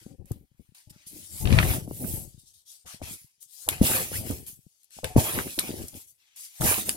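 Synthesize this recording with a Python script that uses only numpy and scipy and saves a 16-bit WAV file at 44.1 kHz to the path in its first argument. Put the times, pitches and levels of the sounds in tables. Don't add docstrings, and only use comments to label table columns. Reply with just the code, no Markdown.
import sys
import numpy as np
from scipy import signal
from scipy.io import wavfile
from scipy.ndimage import uniform_filter1d

SR = 44100
rng = np.random.default_rng(int(sys.argv[2]) if len(sys.argv) > 2 else 0)


def persist_wave(psi):
    counts = np.round(np.clip(psi, -1, 1) * 32767).astype(np.int16)
    wavfile.write(sys.argv[1], SR, np.atleast_2d(counts).T)


N = 306936

EAR_SIGNS = np.array([[1], [-1]])

# start_s, rise_s, hold_s, hiss_level_db, fade_db_per_s, scrape_over_hiss_db
STROKES = [(0.0, 0.00075, 0.035, -56.5, 129, -9), (.245, 0.043, 0.052, -63, 153, -5),
           (.56, 0.045, 0.064, -72, 110, -6), (.745, 0.0049, 0.046, -55.5, 177, -8.5),
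           (.895, 0.008, 0.0023, -47, 902, -13.5), (.92, 0.0083, 0.34, -65, 200, -1.5),
           (1.06, 0.017, 0.0053, -41, 450, -37), (1.08, 0.019, 0.32, -46, 220.5, -22.5),
           (1.3, 0.13, 0, -35.5, 298, -18.5), (1.43, 0.13, 0.089, -37.5, 176, 3.5),
           (1.58, 0.11, 0.05, -31, 212, -6.5), (1.86, 0.18, 0.037, -40, 148, -17.5),
           (2.04, 0.059, 0.062, -37, 133, -19), (2.38, 0.018, 0, -54.5, 199.5, -44.5),
           (2.45, 0.026, 0, -55.5, 141, -42.5), (2.53, 0.012, 0.049, -59, 251, -44.5),
           (2.65, 0.056, 0.022, -48.5, 171, -24), (2.855, 0.019, 0.068, -46, 275, -5.5),
           (3.015, 0.022, 0.029, -44, 120.5, -2.5), (3.04, 0.1, 0.00042, -38.5, 410, -22.5),
           (3.17, 0.021, 0, -51.5, 174, -32.5), (3.4, 0.023, 0.013, -50, 394, -42),
           (3.47, 0.17, 0.0042, -44.5, 148.5, -23), (3.685, 0.043, 0, -38, 247.5, -1),
           (3.72, 0.036, 0.033, -46.5, 200, -2.5), (3.81, 0.052, 0.1, -25, 105, -7.5),
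           (4.11, 0.037, 0.019, -31.5, 191, -10), (4.23, 0.063, 0, -37.5, 103, -9.5),
           (4.46, 0.016, 0.01, -39.5, 235, -17.5), (4.59, 0.024, 0.2, -68, 91, -25),
           (4.9, 0.06, 0.032, -48.5, 204, -12.5), (5.04, 0.0037, 0.0073, -44, 88, -1.5),
           (5.16, 0.036, 0, -26.5, 96, -6.5), (5.23, 0.013, 0.16, -34.5, 137, -2),
           (5.41, 0.076, 0.11, -40.5, 57.5, -15), (5.585, 0.012, 0.082, -40, 153.5, -3),
           (5.74, 0.031, 0.055, -44, 95.5, -10.5), (5.86, 0.016, 0.064, -55, 204.5, -19),
           (5.94, 0.02, 0.022, -43, 189, -15.5), (6.07, 0.0066, 0.031, -53, 499, -30),
           (6.17, 0.061, 0.3, -74.5, 95, 4.5), (6.355, 0.02, 0.088, -44.5, 202, -16),
           (6.5, 0.09, 0.055, -47, 198, -9.5), (6.603, 0.015, 0.041, -28, 202, -19),
           (6.62, 0.058, 0.041, -20.5, 243, -6.5), (6.73, 0.0072, 0.073, -32.5, 239, -5),
           (6.85, 0.0092, 0.041, -33.5, 200, -11), (6.892, 0.0046, 0.033, -39, 216, -27)]
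# pitch_hz, relative_level_db (per Hz)
HISS_COLOUR = [(2000, -43.5), (3200, -18.5), (3900, -17), (5600, -10), (8100, -0.5), (11400, 4.5),
               (14000, 1.5), (15800, -3.5), (16300, -32.5), (16700, -64.5)]
# pitch_hz, relative_level_db (per Hz)
SCRAPE_COLOUR = [(300, -41.5), (800, -3), (1300, -4), (2500, 5), (4000, -1.5), (6000, -1), (12000, -26)]
# time_s, lean_db_per_octave (around 1978 Hz)
CURL = [(0,-1),(.7,0),(1.2,5),(1.45,-5),(1.62,-3.5),(1.75,-2),(1.949,5.5),(2.15,2),(2.4,-2),(2.8,-3),(3.05,-1),(3.4,7),(3.65,-6),
        (3.84,0),(3.93,-4),(4.05,-0.5),(4.15,1),(4.3,1),(4.6,2),(4.95,2.5),(5.08,-2.5),(5.2,-0.5),(5.32,-4.5),(5.42,-5),(5.53,6.5),
        (5.62,-2.5),(5.75,1.5),(5.95,0.5),(6.3,2),(6.5,5),(6.63,-3),(6.75,-5.5),(6.85,2),(6.96,-5)]
# start_s, length_s, from_hz, to_hz, lift_db
WEDGES = [(3.695, .07, 2090, 2800, 8), (3.86, 0.13, 1290, 2900, 1), (4.12, 0.061, 1190, 2510, 17),
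          (5.2, .12, 2600, 1500, -3), (6.62, 0.11, 2270, 3050, 2), (6.76, 0.049, 2330, 3520, 0)]
# time_s, bass_left_minus_right_db, hiss_left_minus_right_db, treble_lean_db_per_octave (before the level's effect)
HAND_SIDES = [(0.0, 4, 4.5, -12), (0.13, 9, 10.5, -9), (0.21, 25.5, 0, -4), (0.29, 3, 3, 7),
              (0.7, 20, 5, -1), (0.75, 10, 4, -9), (1.2, 10, 4.5, -6.5), (1.278, 7, 7, -8),
              (1.45, 14.5, 1.5, -5), (1.72, 4.5, 2.5, -1), (1.848, 6, 1, -5), (2.02, 2, 2, 6),
              (2.09, -2, -3, 0), (2.13, 7.5, 6, 2), (2.42, 12.5, 6, -12.5), (2.95, 1.5, 5.5, -13),
              (3.221, 12.5, 1.5, -3), (3.59, -5, 11.5, -9), (3.82, 2, 1, -0.5), (3.952, 2, 3.5, -2.5),
              (4.11, 5, 1, -5.5), (4.27, 2, 7.5, 0), (4.3, -6, 3, -1), (4.571, 22, 4, -2),
              (4.881, -4.5, 7.5, -14), (5.1, 6, 3, -9.5), (5.18, -0.5, 2.5, -6), (5.462, 4, 0, -2),
              (5.75, 2, 2, -5), (6.07, 5.5, 5.5, -4), (6.55, 11, 4.5, -7.5), (6.7, -2, 0.5, -5),
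              (6.9, 1, 1.5, -2), (6.96, 2, 6, -7)]

# start_s, rise_s, hold_s, bass_level_db, fade_db_per_s, upper_over_bass_db
BENDS = [(.01, 0.01, 0.0017, -55, 587, -29), (.055, 0.0075, 0.088, -57, 900, -3.5),
         (.18, 0.011, 0.035, -53.5, 1200, -6.5), (.245, 0.02, 0.017, -58, 600, -8),
         (.305, 0.0024, 0.013, -38.5, 1185, -9), (.335, 0.0057, 0.088, -55, 610, -11.5),
         (.588, 0.019, 0, -57, 695, -44), (.865, 0.0084, 0.0087, -67, 87, 0),
         (1.06, 0.12, 0.022, -57.5, 132, -5), (1.29, 0.03, 0.037, -51, 202.5, -11),
         (1.4, 0.1, 0.17, -22.5, 500, -12), (1.58, 0.021, 0.15, -27, 196, -9),
         (1.82, 0.032, 0.17, -42.5, 68.5, -12.5), (1.99, 0.043, 0.044, -28, 245, -11.5),
         (2.11, 0.0069, 0.063, -37.5, 157, -10), (2.845, 0.014, 0.0099, -50.5, 792.5, -4.5),
         (2.935, 0.0084, 0, -52, 500, -8), (2.995, .005, 0.097, -54.5, 703, -3),
         (3.014, 0.0038, 0.0077, -34.5, 704, -10), (3.03, 0.0067, 0.12, -48, 987.5, -17),
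         (3.6, 0.031, 0.13, -73, 307, -5), (3.66, 0.015, 0.075, -41.5, 192, -6),
         (3.805, 0.027, 0.011, -21.5, 380, -7), (3.84, 0.059, 0.055, -31, 88, -1.5),
         (4.11, 0.012, 0.15, -36.5, 302, -6.5), (4.29, 0.0066, 0, -24.5, 188, -13),
         (4.96, 0.023, 0, -51, 498, -6), (5.032, 0.0021, 0, -31.5, 202, -2),
         (5.155, 0.023, 0, -14.5, 408, -5.5), (5.19, 0.013, 0.082, -35, 100, -1.5),
         (5.33, 0.039, 0.017, -25, 365, -9), (5.45, 0.0094, 0.025, -40, 282, -30),
         (5.577, 0.0031, 0, -32, 109.5, -1.5), (5.68, 0.0083, 0.052, -37.5, 117, -6),
         (5.77, 0.037, 0.04, -35.5, 1197, -10), (5.93, 0.0031, 0.038, -39, 888.5, -14),
         (6.6, 0.0053, 0.064, -30, 106, -2), (6.77, 0.013, 0.0024, -46, 217, 9),
         (6.875, 0.0043, 0, -41.5, 99.5, -1)]
# pitch_hz, width_hz, relative_level_db
LOW_MODES = [(46, 43, -12.5), (78.5, 56, 28.5), (138.4, 27, -4.5), (213, 130, 2), (328, 71, -3.5)]
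# pitch_hz, width_hz, relative_level_db
HIGH_MODES = [(419, 64, -2.5), (510.5, 40, -0.5), (622.6, 35, 0.5), (727.6, 32, -0.5), (860, 22, -2)]
# pitch_hz (before the firmer grip), width_hz, relative_level_db
GRIPPED_MODES = [(276, 40, 2), (543, 65, -1), (754, 42, -2)]
# time_s, bass_lean_db_per_octave (around 180 Hz), upper_lean_db_per_octave (around 460 Hz)
STIFFNESS = [(0, 2, -5), (.3, -1, -2.5), (.4, -2, -8), (.9, -1, 3), (1.15, 1, -12), (1.401, -0.5, 1.5),
             (1.8, 2.5, -3.5), (2.1, 3.5, -3.5), (2.4, -2.5, -3), (3.05, 1, 2), (3.7, 1, 2),
             (3.95, 5.5, -1), (4.3, 2, -4.5), (4.9, 0.5, 1), (5.17, 0, 3), (5.25, 7, -1.5), (5.4, 6, -1.5),
             (5.6, 7, -2), (5.75, 8, -2), (5.85, 3.5, -2.5), (6.0, 4.5, -2), (6.619, -0.5, -1.5),
             (6.75, 1.5, -3), (6.82, 1, -6), (6.96, 3, -2.5)]

# start_s, peak_db, treble_over_whole_db, dull_pitch_hz, left_minus_right_db, decay_ms
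SNAPS = [(0.2566,-52,4,3500,-8,1.4),(0.3168,-38.5,1,1070,6.5,2.9),(0.7475,-51.5,-1.5,3500,-2,1.9),(1.071,-64,-18,3500,1.5,2),
         (1.4535,-29.5,-26,2700,5,2.2),(1.4717,-27,-27.5,2740,1,2.6),(1.504,-30,-25,2230,2.5,2.6),(1.515,-35,-29,2580,2,2),
         (1.5248,-23,-23,2400,2,2.3),(1.526,-30.5,-25,4004,-2,2),(1.536,-33,-24.5,2490,2,2),(1.579,-27.5,-22.5,1298,-5,2),(1.586,-10.5,-24.5,1950,3.5,2.2),(1.5877,-23,-27,3830,-0.5,1.7),(1.5995,-22.5,-12,1389,-2.5,2.7),
         (1.611,-31,-25.5,1900,2,2),(1.6259,-23,-20.5,1650,4.5,3.7),(1.678,-35,-25,2300,2,2.4),(1.697,-37.5,-20,2340,11,1.5),(1.7132,-30.5,-22.5,2290,1.5,1),(1.735,-33.5,-30,895,2,1.7),(1.876,-58,-30,750,0,2),(1.9095,-50,-30,790,-2,2),(2.042,-46,-11,1209,11,2.1),
         (2.8744,-64,15,2180,4.5,2.6),(3.0255,-47,-4.5,2295,8,1.95),(3.4274,-41.5,9.5,3830,5,2.1),(3.495,-65,12.5,4010,0,2),
         (3.526,-54.5,12.5,4050,2,2),(3.5345,-66,6,4360,-0.5,2),(3.6877,-11.5,-1,3100,2.5,1.66),(3.6965,-28,5,6050,2.5,2.5),(3.7075,-29.5,5,6000,3.5,2.5),(3.6885,-27.5,-19,1100,-3.5,1.5),(3.869,-37.5,-25,2300,2,2),(3.917,-34,-21.5,1210,-4,2.9),
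         (3.934,-26.5,-39,1600,2,1.6),(3.954,-35,-25,1510,1.5,2),(4.3092,-36,-0.5,1236,13,2.8),(4.465,-41,18.5,4300,9,2),
         (4.8319,-54,12,4450,3.5,1.75),(4.843,-54,15,4450,11,2),(4.906,-52,-1,4000,6.5,2),(5.0431,-23,-4.5,3060,4,1.7),(5.0432,-30.5,-20,1600,6.5,1.8),
         (5.3876,-21,-35,1300,3.5,1.2),(5.475,-41.5,-35,1630,5,1.4),(5.589,-16.5,-8,3410,-1.5,1.1),(5.59,-40,-22,1580,-4,2.16),(5.5933,-14.5,0,4220,4.5,1.1),
         (5.7126,-44.5,-21,2900,13,1.5),(5.882,-34,6,6010,4,6),(5.941,-46.5,-9.5,3720,6.5,2.07),(6.3614,-44.5,2,3530,5,1.6),
         (6.6101,-26,-1,3700,3,1.3),(6.6175,-29,-12,1370,7,2.1),(6.64,-30,-2.5,3920,-9,2.2),(6.7215,-24,-22,1130,-1,3.2),
         (6.741,-23.5,-12,2650,4.5,1.6),(6.8924,-13.5,-0.5,2780,3,1.4),(6.8925,-24,-16,5060,0.5,1.1),(6.905,-37,5,6000,-4,2),(6.9118,-30,5,6000,2,2.5)]
# pitch_hz, relative_level_db (per Hz)
TICK_COLOUR = [(2000, -36.5), (3500, -11), (5600, -6.5), (8100, -0.5), (11400, 2.5), (13500, -3),
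               (15800, -16), (16700, -64.5)]
# multiple_of_its_pitch, relative_level_db (per Hz)
CRACK_COLOUR = [(.2, -20.5), (.5, -9.5), (.75, -8), (1, -0.5), (1.35, -7), (1.698, -11.5), (2.3, -23),
                (3.002, -35.5), (5.001, -45)]

# time_s, peak_db, pitch_hz
THUMPS = [(0.0652, -29.5, 224), (0.114, -38.5, 158), (0.198, -40, 97), (0.246, -44, 165), (.308, -62, 520),
          (0.3156, -20, 114), (0.36, -41.5, 211), (0.412, -44, 122), (0.517, -54, 131), (0.548, -62, 125),
          (0.597, -43.5, 188), (0.692, -52.5, 116), (0.722, -54.5, 174), (0.875, -42, 103),
          (0.963, -46, 162), (1.133, -44, 234), (1.163, -43, 290), (1.169, -42, 288), (1.189, -46, 280),
          (1.342, -45, 140), (1.4416, -21, 100), (1.464, -15.5, 94), (1.486, -30, 127), (1.509, -18, 150),
          (1.524, -10, 202), (1.537, -21, 140.2), (1.547, -12.5, 143), (1.5716, -14, 99),
          (1.6077, -17, 111), (1.64, -19, 117), (1.6559, -19.5, 160), (1.78, -28, 170), (1.8244, -28, 108),
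          (1.853, -34.5, 116), (1.8774, -30, 417), (1.881, -26.5, 214), (1.911, -28.5, 610),
          (1.912, -22.5, 328), (1.998, -35, 158), (2.1393, -22.5, 123), (2.224, -39, 147),
          (2.278, -36.5, 114.5), (2.346, -42, 131), (2.38, -43.5, 127.4), (2.437, -54.5, 129.4),
          (2.861, -55, 224), (2.945, -39, 200), (3.017, -29, 644), (3.0202, -32.5, 268), (3.064, -51, 250),
          (3.11, -38, 172), (3.217, -61, 128), (3.246, -48.5, 127.6), (3.383, -73.5, 128.5),
          (3.462, -68.5, 131), (3.68, -23, 780), (3.686, -23, 487), (3.8152, -2.5, 200), (3.816, -17, 55),
          (3.8192, -13.5, 188), (3.845, -35, 790), (3.892, -33, 214), (3.9156, -19.5, 323),
          (4.117, -28, 473), (4.255, -35, 344), (4.272, -26.5, 308), (4.3095, -24, 250), (4.332, -32, 108),
          (4.499, -49, 202), (4.531, -50, 123.4), (4.591, -52, 138), (4.667, -44, 162.7),
          (4.969, -45.5, 173.4), (4.988, -32.5, 760), (5.038, -29.5, 504), (5.1642, -1.5, 240),
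          (5.1643, -12, 640), (5.167, -24.5, 60), (5.1775, -12, 110), (5.1865, -24, 131), (5.19, -25, 646),
          (5.269, -40, 350), (5.3783, -21.5, 283), (5.5828, -24, 346), (5.638, -32, 338), (5.693, -22, 300),
          (5.7064, -21, 250), (5.741, -24.5, 320), (5.8, -31, 303), (5.842, -29, 75), (5.952, -34, 216.5),
          (6.126, -67, 121), (6.61, -22.5, 708), (6.611, -18.5, 110), (6.642, -21.5, 249),
          (6.646, -22.5, 90), (6.655, -20, 130), (6.714, -20.5, 407), (6.78, -27.5, 314),
          (6.8877, -26.5, 490), (6.911, -39, 320), (6.947, -38, 289.6)]
# time_s, peak_db, pitch_hz
REBOUNDS = [(0.3117, -23, 248), (0.909, -43.5, 147), (1.069, -49.5, 158), (1.2028, -46, 200),
            (1.565, -14.5, 109), (1.7842, -22.5, 173), (2.0485, -28.5, 190.4), (4.3036, -20, 250),
            (5.4685, -22.5, 271), (5.8192, -28.5, 238), (6.6342, -22.5, 299)]

# pitch_hz, relative_level_db (per Hz)
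ROOM_COLOUR = [(24, -37.5), (40, -5), (121, -9.5), (332, -10.5), (2430, -15.5), (3640, -2), (9720, 2),
               (12800, -1.5), (16500, -45.5)]

ONSET_POWER = 0.89
SLIDE_REST_DB, BEND_REST_DB = -84.5, -93.5
SCRAPE_FADE, UPPER_FADE = 1.214, 1.13
LEFT_LATE_MS = 0.22
TILT_PER_DB = 0.0835
RIGHT_PER_DB = 0.23
CRINKLES_PER_S, CRINKLE_DB = 60, -9
CRINKLE_HZ = (1130, 1830, 2960, 5100)
WEDGE_OCT = 0.1
REGRIP_S, REGRIP_RISE, RELEASE_S = 0.7, 1.12, 1.38
RATTLE_DB, RATTLE_PER_DB, RATTLE_T60_S = -8.5, -1.16, 0.017
TICK_SHARE, GIVE_SHARE = 0.6, 0.55
SHUDDER_T60_S = 0.026
THUMP_PAN_DB, THUMP_PAN_PER_OCT = -1, 1
THUMP_SPLIT, THUMP_LATE_MS = 0.05, 0.24
JOLT_SAME = 0.69
ROOM_DB = -90
RIGHT_BASS_HZ, EDGE_HZ = 60.3, 16600


def slide():
    hiss_db, scrape_db = movements(STROKES, SLIDE_REST_DB, SCRAPE_FADE)
    t = np.arange(N) / SR
    _, pan_db, lean = sides(t)
    tilt = lean + TILT_PER_DB * (hiss_db + 28.0)
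    fine = evened(colour(grains(15000, 1.3, 0.18, -0.2), HISS_COLOUR))
    fine = patchy(fine, tilt, 3.13, bins=4)
    top = signal.sosfilt(signal.butter(2, 6500, "high", fs=SR, output="sos"), fine)
    top_pan_db = -RIGHT_PER_DB * np.maximum(hiss_db + 53, 0)
    fine = fine + (gain_of(EAR_SIGNS * top_pan_db / 2) - 1) * top

    coarse = evened(colour(grains(8700, 0.3, 0.47, LEFT_LATE_MS), SCRAPE_COLOUR)) + crinkle()
    curl = np.interp(t, *np.transpose(CURL))
    coarse = patchy(coarse, curl, 3.1, 600, 1978, bins=4, wedges=WEDGES)
    both_layers = gain_of(hiss_db) * fine + gain_of(scrape_db) * coarse
    return gain_of(EAR_SIGNS * pan_db / 2) * flutter(23, 0.79) * both_layers


def crinkle():
    pops = 0
    for hz in CRINKLE_HZ:
        clumps = grains(CRINKLES_PER_S, 1.4, 0.55, LEFT_LATE_MS) * flutter(45, 3.5)
        pops = pops + colour(clumps, np.array(CRACK_COLOUR) * [hz, 1])
    return gain_of(CRINKLE_DB) * evened(pops)


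def bend():
    low_db, upper_db = movements(BENDS, BEND_REST_DB, UPPER_FADE)
    t = np.arange(N) / SR
    pan_db, upper_pan_db, _ = sides(t)
    at, lean, upper_lean = np.transpose(STIFFNESS)
    jolts = padded(grains(1500, 1.5, JOLT_SAME, LEFT_LATE_MS) * flutter(14, 2.5))

    low = signal.lfilter([1], [1, -0.94], ring(jolts, LOW_MODES))
    low = signal.sosfilt(signal.butter(2, 520, fs=SR, output="sos"), low)
    low = patchy(evened(low), np.interp(t, at, lean), 2.1, 50, 180, size=2048, bins=4)

    firm_modes = np.array(GRIPPED_MODES) * [REGRIP_RISE, 1, 1]
    free_modes = LOW_MODES[3:] + HIGH_MODES
    loose, firm, free = [evened(ring(ring(jolts, modes), modes))
                         for modes in (GRIPPED_MODES, firm_modes, free_modes)]
    upper = np.where(t < REGRIP_S, loose, np.where(t < RELEASE_S, firm, free))
    upper = patchy(upper, np.interp(t, at, upper_lean), 3, 250, 460, size=2048, bins=4)
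    low = gain_of(low_db + EAR_SIGNS * pan_db / 2) * low
    return low + gain_of(upper_db + EAR_SIGNS * upper_pan_db / 2) * upper


def snaps():
    t, out = np.arange(4000) / SR, np.zeros((2, N))
    for start_s, db, treble_db, hz, pan_db, decay_ms in SNAPS:
        left, right, both = rng.standard_normal((3, len(t)))
        noise = both + 1.2 * np.array([left, right])
        u = t * 1000 / max(decay_ms, 0.3)
        rattle = gain_of(RATTLE_DB + RATTLE_PER_DB * (db + 31.0) - 60 * t / RATTLE_T60_S)
        tick_shape = (1 - np.exp(-(t / 0.00046) ** 2)) * (np.exp(-u / TICK_SHARE) + rattle)
        crack_shape = (1 - np.exp(-(u / GIVE_SHARE) ** 2)) * (np.exp(-u ** 1.1) + rattle)
        tick = colour(noise * tick_shape, TICK_COLOUR)
        crack = colour(noise * crack_shape, np.array(CRACK_COLOUR) * [hz, 1])
        treble = min(gain_of(treble_db), 0.98)
        sound = treble * evened(tick) + np.sqrt(1 - treble ** 2) * evened(crack)
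        peak = np.sqrt(np.max(uniform_filter1d(sound ** 2, 60), axis=1, keepdims=True))
        sound = gain_of(db + EAR_SIGNS * pan_db / 2) * sound / peak
        add(out[0], start_s + LEFT_LATE_MS / 1000, sound[0])
        add(out[1], start_s, sound[1])
    return out


def thumps():
    t, out = np.arange(-600, 5000) / SR, np.zeros((2, N))
    after = np.maximum(t, 0)
    shudder_modes = [(f, width, db - 8) for f, width, db in HIGH_MODES]
    landings = [(*row, 1) for row in THUMPS] + [(*row, -1) for row in REBOUNDS]
    for time_s, db, hz, direction in landings:
        pan_db = sides(time_s)[0] + THUMP_PAN_DB + THUMP_PAN_PER_OCT * np.log2(hz / 200)
        rise = np.exp(-(np.minimum(t, 0) * hz / 0.22) ** 2)
        fall = np.exp(-after * hz / 0.67 / max(hz / 300, 1))
        ear_hz = hz * (1 - EAR_SIGNS * THUMP_SPLIT / 2)
        squeeze = 0.074 * np.exp(-((t + 0.0051) / 0.0062) ** 2)
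        push = -np.cos(2 * np.pi * ear_hz * t) * rise * fall + squeeze

        left, right, both = padded(rng.standard_normal((3, len(t))))
        noise = both + 1.2 * np.array([left, right])
        shudder = evened(ring(noise, [(hz, hz * 0.82, 0)] + shudder_modes))
        shudder = shudder * rise * gain_of(-60 * after / SHUDDER_T60_S)
        sound = push + 0.047 * ring(push, HIGH_MODES) + 0.016 * shudder
        sound = gain_of(db + EAR_SIGNS * pan_db / 2) * direction * sound
        for ear, part, late_ms in zip(out, sound, (THUMP_LATE_MS, 0)):
            add(ear, time_s + t[0] + late_ms / 1000, part)
    return out


def echo(x):
    t = np.arange(6000) / SR
    flips = rng.choice([-1., 1.], (2, 6000))
    sparse = rng.random((2, 6000)) < 0.05
    taps = flips * sparse * gain_of(-60 * t / 0.096) * (t > 0.002)
    return signal.fftconvolve(x, taps / np.linalg.norm(taps[0]), axes=1)[:, :N]


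def room():
    hiss = evened(colour(rng.standard_normal((2, N)), ROOM_COLOUR))
    return gain_of(ROOM_DB) * patchy(hiss, np.zeros(N), 1.7, bins=4)


def movements(rows, rest_db, faster):
    t = np.arange(0, N + 32, 32) / SR
    power = np.full((2, 1), gain_of(2 * rest_db))
    for start_s, rise_s, hold_s, db, fade_db, over_db in rows:
        swell = np.clip((t - start_s) / max(rise_s, 0.001), 0, 1) ** ONSET_POWER
        fading_s = np.maximum(t - start_s - rise_s - max(hold_s, 0), 0)
        level = swell * gain_of(db - abs(fade_db) * np.array([[1], [faster]]) * fading_s)
        power = power + (level * gain_of([[0], [over_db]])) ** 2
    return [np.interp(np.arange(N) / SR, t, 10 * np.log10(p)) for p in power]


def sides(s):
    t, *columns = np.transpose(HAND_SIDES)
    return [np.interp(s, t, column) for column in columns]


def grains(per_s, spread_db, same, late_ms):
    size = gain_of(spread_db * np.minimum(rng.exponential(1, (3, N)), 5))
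    left, right, both = size * rng.standard_normal((3, N)) * (rng.random((3, N)) < per_s / SR)
    same = np.clip(same, 0, 1)
    shared = np.array([np.roll(both, round(late_ms * SR / 1000)), both])
    return np.sqrt(1 - same) * np.array([left, right]) + np.sqrt(same) * shared


def flutter(ms, db):
    x = uniform_filter1d(rng.standard_normal(N), max(round(ms * SR / 1000), 2))
    return evened(gain_of(db * evened(uniform_filter1d(x, 200))))


def patchy(x, tilt, patch_db, from_hz=4600, pivot_hz=9000, size=512, bins=18, wedges=()):
    hz, t, z = signal.stft(x, SR, nperseg=size, noverlap=size * 3 // 4)
    field = rng.standard_normal((z.shape[2], len(hz))).T
    field = uniform_filter1d(field, size=round(bins), axis=0)
    field = evened(uniform_filter1d(field, size=round(18 * 512 / size), axis=1))
    octaves = np.log2(np.clip(hz, from_hz, 3 * pivot_hz) / pivot_hz)[:, None]
    lean = np.interp(t, np.arange(N) / SR, tilt) * octaves
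    for start_s, length_s, start_hz, end_hz, db in wedges:
        u = np.clip((t - start_s) / length_s, 0, 1)
        glide_hz = start_hz * (end_hz / start_hz) ** u
        away = np.log2((hz[:, None] + 1) / glide_hz) / WEDGE_OCT
        lean = lean + db * np.sqrt(np.abs(np.sin(np.pi * u))) * np.exp(-away ** 2)
    z = z * gain_of(patch_db * field + lean)
    return signal.istft(z, SR, nperseg=size, noverlap=size * 3 // 4)[1][:, :N]


def padded(x):
    return signal.sosfilt(signal.butter(3, 950, fs=SR, output="sos"), x)


def ring(x, modes):
    out = 0
    for hz, width, db in modes:
        r = np.exp(-np.pi * width / SR)
        feedback = [1, -2 * r * np.cos(2 * np.pi * hz / SR), r * r]
        out = out + gain_of(db) * signal.lfilter([1 - r, 0, r - 1], feedback, x)
    return out


def colour(x, points):
    f, db = np.transpose(points)
    hz = np.abs(np.fft.fftfreq(4096, 1 / SR))
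    log_gain = np.log(gain_of(np.interp(np.log(hz + 1), np.log(f + 1), db)))
    taps = np.fft.ifft(np.exp(np.conj(signal.hilbert(log_gain)))).real[:2048]
    return signal.oaconvolve(x, taps[None], axes=1)[:, :x.shape[1]]


def gain_of(db):
    return 10 ** (np.asarray(db) / 20)


def evened(x):
    return x / np.sqrt(np.mean(x ** 2) + 1e-20)


def add(mix, s, sound):
    part = mix[max(round(s * SR), 0):][:len(sound)]
    part += sound[:len(part)]


def scene():
    cracks = snaps()
    return slide() + bend() + thumps() + cracks + gain_of(-8.0) * echo(cracks) + room()


def record(dry):
    right = signal.lfilter(*signal.butter(1, RIGHT_BASS_HZ, "high", fs=SR), dry[1])
    full = np.clip([dry[0], right], -1, 1)
    low_pass = signal.firwin(511, EDGE_HZ, window=("kaiser", 9), fs=SR)
    return signal.oaconvolve(full, low_pass[None], "same")


dry = scene()
out = record(dry)
persist_wave(out)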